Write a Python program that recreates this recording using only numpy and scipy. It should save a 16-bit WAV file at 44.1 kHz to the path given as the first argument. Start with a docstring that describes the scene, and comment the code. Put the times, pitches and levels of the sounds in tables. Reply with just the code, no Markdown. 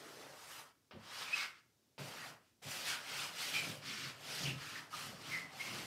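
"""A wide, nearly dry brush scrubs paint over a large canvas: bristle clicks from the weave, split into
scratch, fizz and a rub through a gliding resonance, follow the speed of each stroke. Noise through drum
modes is the canvas under the hand, and as the brush lands; unsteady gliding tones are stick-slip squeaks,
one wide hiss and a low groan of the canvas. A small hard studio answers with sparse decaying reflections
over faint, steady coloured noise, its air."""
import sys
import numpy as np
from scipy import signal
from scipy.fft import rfft, irfft
from scipy.io import wavfile
from scipy.ndimage import uniform_filter1d

SR = 44100
rng = np.random.default_rng(int(sys.argv[2]) if len(sys.argv) > 2 else 0)


def transcribe(u):
    """Save the signal u as a 16-bit wav file named by the first command-line argument.

    u: samples, shape (n,) or (channels, n), limited to [-1, 1]; the rate is SR.
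    q: integer samples, one column per channel.
    """
    v = np.clip(np.atleast_2d(u).T, -1, 1)
    q = np.round(v * 32767).astype(np.int16)
    wavfile.write(sys.argv[1], SR, q)


N = 258415


def gain_of(db):
    """Level law: decibels to an amplitude factor."""
    return 10 ** (np.asarray(db) / 20)


def evened(x):
    """Normalisation: scales a signal to an rms of 1."""
    return x / np.sqrt(np.mean(x ** 2) + 1e-20)


def read(points, hz):
    """Logarithmic frequency scale: interpolates a table of (f/Hz, value) along it."""
    f, value = np.transpose(points)
    return np.interp(np.log(hz + 1), np.log(f + 1), value)


def add(mix, s, sound):
    """Superposition: adds a sound to the mix from time s."""
    part = mix[max(round(s * SR), 0):][:len(sound)]
    part += sound[:len(part)]


def coloured(x, spectrum):
    """Linear filtering: weights the spectrum of x by a table, then sets an rms of 1."""
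    hz = np.fft.rfftfreq(len(x), 1 / SR)
    weighted = rfft(x) * gain_of(read(spectrum, hz))
    return evened(irfft(weighted, len(x)))


def wander(rate_hz):
    """Low-pass random process: Gaussian-filtered noise of rms 1, moving up to about the given rate."""
    count = 2 ** 18
    hz = np.fft.rfftfreq(count, 1 / SR)
    slow = rfft(rng.standard_normal(count)) * np.exp(-(hz / rate_hz) ** 2)
    return evened(irfft(slow)[:N])


def still_air(level_db=-76.5):
    """Stationary background noise: the air of the studio as white noise with a fixed spectrum."""
    # spectrum of the still air: f/Hz, relative level/dB
    air_spectrum = [(25, -29), (55, -9), (80, -3.5), (118, 0.5), (170, -6), (260, -3.5), (400, -7.5),
                    (750, -15), (2000, -19.5), (5500, -16.5), (9000, -21.5), (15500, -24.5)]
    return gain_of(level_db) * coloured(rng.standard_normal(N), air_spectrum)


def reflections():
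    """Exponential decay: sparse wall reflections of random sign, each band dying at its own rate."""
    # reverberation of the studio: f/Hz, decay time by 60 dB/s
    decay_times = [(120, 0.37), (660, 0.34), (1500, 0.44), (2700, 0.32), (4600, 0.13), (8000, 0.26),
                   (13000, 0.33)]
    spacing = 16  # samples, with one tap at random in each
    taps, at = np.zeros(SR), np.arange(SR // 250, SR - spacing, spacing)
    taps[at + rng.integers(0, spacing, len(at))] = rng.choice([-1., 1.], len(at))
    hz, t, z = signal.stft(taps, SR, nperseg=256)
    decay = np.exp(-np.log(1000) * t / read(decay_times, hz)[:, None])
    tail = signal.istft(z * decay, SR, nperseg=256)[1]
    return evened(tail) / np.sqrt(len(tail))  # unit energy


def studio(x, count=5, sweeps_per_s=1.7):
    """Room response by convolution: the travelling brush crossfades between sets of reflections."""
    place = np.arange(N) / SR * sweeps_per_s * count
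    out = np.zeros(N)
    for k in range(count):
        distance = abs((place - k) % count - count / 2)
        share = np.cos(np.pi / 2 * np.minimum(distance, 1))  # equal-power crossfade
        out += signal.fftconvolve(x * share, reflections())[:N]
    return out


def canvas(push):
    """Membrane resonance: the cloth answers a push with a broad boom and a few drum modes."""
    # modes of the canvas: f/Hz, width/Hz, level over the broad boom/dB
    drum_modes = [(102, 10, -1.5), (117, 11, -5), (142.4, 8.3, 5), (168.3, 14, 1), (280, 22, -0.5)]
    # spectrum of the broad boom: f/Hz, relative level/dB
    boom_spectrum = [(25, -35), (42, -26.5), (55, -10), (72, -17.5), (100, -3), (160, -0.5), (215, 0),
                     (275, -4.5), (370, -5.5), (600, -12), (2000, -56.5)]
    hz = np.fft.rfftfreq(len(push), 1 / SR)
    modes = sum(gain_of(db) / (1 + (2 * (hz - f) / width) ** 2) for f, width, db in drum_modes)
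    return coloured(irfft(rfft(push) * (1 + modes), len(push)), boom_spectrum)


def landings(slap_s=0.032, thump_s=0.018):
    """Impact excitation: the bristle tips slap first, then the weight of the hand thumps the cloth."""
    # the brush lands: t/s, slap level/dB, thump level/dB, delay until the thump sets in/s
    touchdowns = [(0.91, -54.5, -51.5, 0.023), (1.98, -50, -49, 0.0076), (2.624, -59, -54, .022)]
    # spectrum of the slap: f/Hz, relative level/dB
    slap_spectrum = [(150, -14.5), (500, 2.0), (1200, -3.5), (2600, -2.5),
                     (5500, -12.5), (7000, -44), (15000, -33)]
    t, out = np.arange(8192) / SR, np.zeros(N)
    slap_decay = np.exp(-t / slap_s)
    thump_swell = t / thump_s * np.exp(1 - t / thump_s)  # peaks at 1 after thump_s
    for s, slap_db, thump_db, delay in touchdowns:
        tips, push = rng.standard_normal((2, len(t)))
        add(out, s, gain_of(slap_db) * coloured(tips, slap_spectrum) * slap_decay)
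        add(out, s + delay, gain_of(thump_db) * canvas(push) * thump_swell)
    return out


def squeaks(overtone_db=-22, flutter_db=2.5, grab_s=0.0016, grip_s=0.0085):
    """Stick-slip: unsteady gliding tones; most surge louder and purer at the grip, a few stay even or dip."""
    # squeaks; the row near 4860 Hz is a wide hiss, the one very low row the canvas groaning under a
    # hard push: grip t/s, lead-in/s, tail/s, f at the grip/Hz, glide/(Hz/s), scatter before the
    # change at the grip/Hz, level before that change/dB, change of level at the grip/dB
    slips = [ (1.338, .075, .05, 2530, 199, 162, -51, 18), (1.4, .035, .055, 2224, -1000, 123, -49, 3),
             (1.409, .05, 0.036, 1430, 1700, 200, -50.5, 2.5),
             (2.22, .055, 0.039, 1945, -300, 190, -56.5, -2.5),
             (2.922, .05, 0.046, 1532, -5500, 177, -51.5, 6),
             (3.235, .035, 0.035, 1240, -5000, 210, -57, 4), (3.558, .02, .09, 2390, -700, 110, -45.5, 7),
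             (3.76, .04, .06, 519.6, 0, 34, -62.5, 0), (4.369, .05, 0.097, 4860, 1600, 830, -49.5, -3),
             (4.463, .015, 0.051, 2807, -2500, 370, -47, 6.5), (4.479, .04, .08, 138.3, -25, 14.5, -48, 4),
             (4.765, .011, 0.0099, 1855, -5000, 136, -48, 1.5),
             (4.937, .009, .014, 1254, -800, 40, -47, 1.5), (5.343, .034, 0.049, 2107, -2700, 125, -45, 8),
             (5.54, .04, .045, 770, -300, 67, -62.5, 0), (5.61, .014, .014, 2157, 3000, 65, -46.5, 3)]
    scatter, flutter, out = wander(rate_hz=573), wander(rate_hz=230), np.zeros(N)
    for s, lead, tail, hz, glide, scatter_hz, db, surge_db in slips:
        t = np.arange(-lead, tail, 1 / SR)
        at = np.clip(round((s - lead) * SR) + np.arange(len(t)), 0, N - 1)
        grip = 1 + (gain_of(surge_db) - 1) * np.exp(-abs(t / grip_s) ** 8)
        pitch_hz = hz + glide * t + scatter_hz * scatter[at] / np.sqrt(grip)
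        phase = 2 * np.pi * np.cumsum(pitch_hz) / SR
        tone = np.sin(phase) + gain_of(overtone_db) * np.sin(2 * phase)  # with a weak octave
        tone = evened(tone * gain_of(flutter_db * flutter[at]))
        fades = signal.windows.tukey(len(t), 2 * grab_s / (lead + tail))
        add(out, s - lead, gain_of(db) * grip * tone * fades)
    return out


def speed(t, s, attack, hold, release):
    """Stroke kinematics: share of full speed, a tenth at the ends of attack and release."""
    # the brush is on the canvas: from t/s, until t/s
    contact_spans = [(0, 0.72), (.915, 1.75), (1.984, 2.58), (2.621, 5.87)]
    ease = 1.41  # the arm leaves full speed gently, then slows ever faster
    away = np.maximum((s - t) / attack, 0) + np.maximum((t - s - hold) / release, 0)
    down, up = min(contact_spans, key=lambda span: abs(np.clip(s, *span) - s))
    return (t >= down) * (t <= up) * .1 ** (away ** ease)


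def arm():
    """Power laws of speed: levels of scratch, fizz, rub and drumming, and the centre of the rub."""
    # strokes of the arm and surges within them; the faintest are bristle tips trailing as the brush
    # lifts. Full speed from t/s, attack/s, hold/s, release/s, then levels before the trims of the
    # layers: scratch/dB, fizz relative to scratch/dB, rub/dB, drumming/dB; rub centre f at full speed/Hz
    strokes = [ (0.0, .1, .21, .27, -62, -3.5, -59, -69, 350),
               (0.556, 0.4, .026, 0.11, -58, -1, -59.5, -75, 1120),
               (0.688, .05, .01, .08, -72.5, -18, -88, -92, 1100),
               (1.185, 0.18, 0.039, 0.15, -50, -8, -55, -69.5, 1250),
               (1.374, .14, .041, 0.097, -45.3, -10.5, -56, -68, 1350),
               (1.558, 0.17, 0.022, 0.063, -69, -24, -90, -94, 1400),
               (2, 0.078, 0.093, 0.087, -58.5, -3, -59.5, -64, 620),
               (2.146, 0.24, 0.13, .1, -56.5, -5.5, -57.2, -63, 1020),
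               (2.45, 0.15, 0.023, 0.088, -79.5, -6.6, -101, -93, 990),
               (2.718, 0.14, 0.079, 0.12, -49, -3, -56.8, -64, 774),
               (2.886, 0.07, 0.011, 0.11, -41, -7, -54.5, -61, 1080),
               (3.215, .3, 0.024, 0.11, -45.5, -7, -54.5, -62, 1000),
               (3.417, .118, 0.054, 0.14, -45, -6, -56, -65, 790),
               (3.551, 0.064, .015, 0.11, -42, -7, -56, -58, 895),
               (3.651, 0.095, 0.026, 0.15, -49.5, -4.5, -56.5, -63, 650),
               (3.872, .066, 0.19, 0.12, -48.5, -11, -57.5, -58.5, 1520),
               (4.323, 0.17, 0.16, 0.096, -48.5, -6, -56, -59.5, 610),
               (4.631, .121, 0.15, 0.11, -53.5, -7.5, -57.5, -61, 1430),
               (4.95, 0.055, 0.073, 0.19, -51, -4.5, -56, -61.5, 1150),
               (5.336, .22, 0.015, 0.14, -50, -8, -56.5, -57, 1060),
               (5.627, 0.15, 0.17, .236, -51, -6.5, -56.3, -62, 875)]
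    # the hand leans in and the canvas booms: t/s, half length/s, level before the drumming trim/dB
    leans = [(3.7, 0.055, -52), (4.065, 0.027, -55.5), (4.477, .048, -49), (5.123, 0.049, -54),
             (5.762, 0.068, -51.5)]
    fizz_law, rub_law, drum_law = 1.01, 0.59, .58  # powers of the speed; the scratch follows it directly
    rest_hz = 648  # centre of the rub when the brush is barely moving
    t = np.arange(0, N, 64) / SR
    v = np.array([speed(t, *row[:4]) for row in strokes])
    v = uniform_filter1d(v, size=8).clip(0)
    scratch_db, fizz_db, rub_db, drum_db, top_hz = np.transpose(strokes)[4:, :, None]

    at, half, push_db = np.transpose(leans)[:, :, None]
    pushes = gain_of(push_db) * np.exp(-.5 * ((t - at) / half) ** 2)
    layers = (gain_of(scratch_db) * v,
              gain_of(scratch_db + fizz_db) * v ** fizz_law,
              gain_of(rub_db) * v ** rub_law,
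              np.vstack([gain_of(drum_db) * v ** drum_law, pushes]))
    centres = rest_hz + (top_hz - rest_hz) * np.sqrt(v)
    centre_hz = np.average(centres, axis=0, weights=v + 1e-12)
    # overlapping strokes add in power
    controls = [np.linalg.norm(layer, axis=0) for layer in layers] + [centre_hz]
    return [np.interp(np.arange(N) / SR, t, c) for c in controls]


def bristles(per_s, spread_db, patchy_db):
    """Random impulse train: tips flick off the weave as clicks; passing tufts favour shifting bands."""
    size = gain_of(spread_db * np.minimum(rng.exponential(1, N), 4))
    clicks = size * rng.choice([-1., 1.], N) * (rng.random(N) < per_s / SR)
    z = signal.stft(clicks, nperseg=512)[2]
    tufts = uniform_filter1d(rng.standard_normal(z.shape), size=4, axis=0)  # over frequency
    tufts = evened(uniform_filter1d(tufts, size=5, axis=1))  # over time
    return signal.istft(z * gain_of(patchy_db * tufts), nperseg=512)[1][:N]


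def hollow(x, centre_hz, rise_db=8, width_octaves=0.96):
    """Gliding resonance: a broad peak follows the speed of the brush, at constant power."""
    hz, t, z = signal.stft(x, SR, nperseg=1024)
    octaves = np.log2((hz[:, None] + 1) / np.interp(t, np.arange(N) / SR, centre_hz))
    gain = gain_of(rise_db * np.exp(-(octaves / width_octaves) ** 2))
    power = np.average(gain ** 2, axis=0, weights=np.mean(abs(z) ** 2, axis=1))
    return signal.istft(z * gain / np.sqrt(power), nperseg=1024)[1][:N]


def scrubbing(scratch_db=2.0, fizz_db=0.53, rub_db=1.1, drum_db=-0.35):
    """Friction noise: strokes scratch, fizz, rub and drum; the drag judders slightly in all at once."""
    # spectra of the three friction layers: f/Hz, relative level/dB
    scratch_spectrum = [(500, -39), (950, -21.5), (1280, -4), (1650, -3.5), (2300, -0.5), (2950, 0.5),
                        (3700, -3), (4950, -2), (5700, -6.5), (6600, -13), (8500, -16), (14000, -46.5)]
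    fizz_spectrum = [(3500, -18.5), (5800, -1.5), (7500, -3), (9000, -4), (10500, -6), (12200, -6.5),
                     (14000, -10), (15700, -14)]
    rub_spectrum = [(150, -16), (270, -1.5), (400, -2), (540, -0.5), (720, -2), (950, -2.5), (1250, 0),
                    (1550, -1.5), (2000, -4.5), (4000, -44.5)]
    coarse, fine, drag, weight, centre_hz = arm()
    scratch = coloured(bristles(per_s=18000, spread_db=1.0, patchy_db=2.0), scratch_spectrum)
    fizz = coloured(bristles(per_s=25000, spread_db=4.0, patchy_db=2.5), fizz_spectrum)
    rub = coloured(bristles(per_s=6000, spread_db=2.5, patchy_db=1.2), rub_spectrum)
    rub = hollow(rub, centre_hz)
    drum = canvas(rng.standard_normal(N))
    out = coarse * gain_of(scratch_db) * scratch + fine * gain_of(fizz_db) * fizz
    out += drag * gain_of(rub_db) * rub + weight * gain_of(drum_db) * drum
    judder_db = .5 * wander(rate_hz=55)
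    return out * gain_of(judder_db)


def scene(scrub_room_db=-10, ring_room_db=-4):
    """Superposition of direct sound, reflections and still air, the same in both ears."""
    scrub = scrubbing()
    ring = squeaks() + landings()
    room = studio(gain_of(scrub_room_db) * scrub + gain_of(ring_room_db) * ring)
    return np.tile(scrub + ring + room + still_air(), (2, 1))


def record(dry):
    """Band limiting: the microphone's bass roll-off, then a linear-phase low-pass."""
    bass_cut = signal.butter(4, 45, "highpass", fs=SR, output="sos")
    thin = signal.sosfilt(bass_cut, dry)
    treble_cut = signal.firwin(511, 15700, window=("kaiser", 9), fs=SR)
    return signal.oaconvolve(thin, treble_cut[None], "same")


dry = scene()
out = record(dry)
transcribe(out)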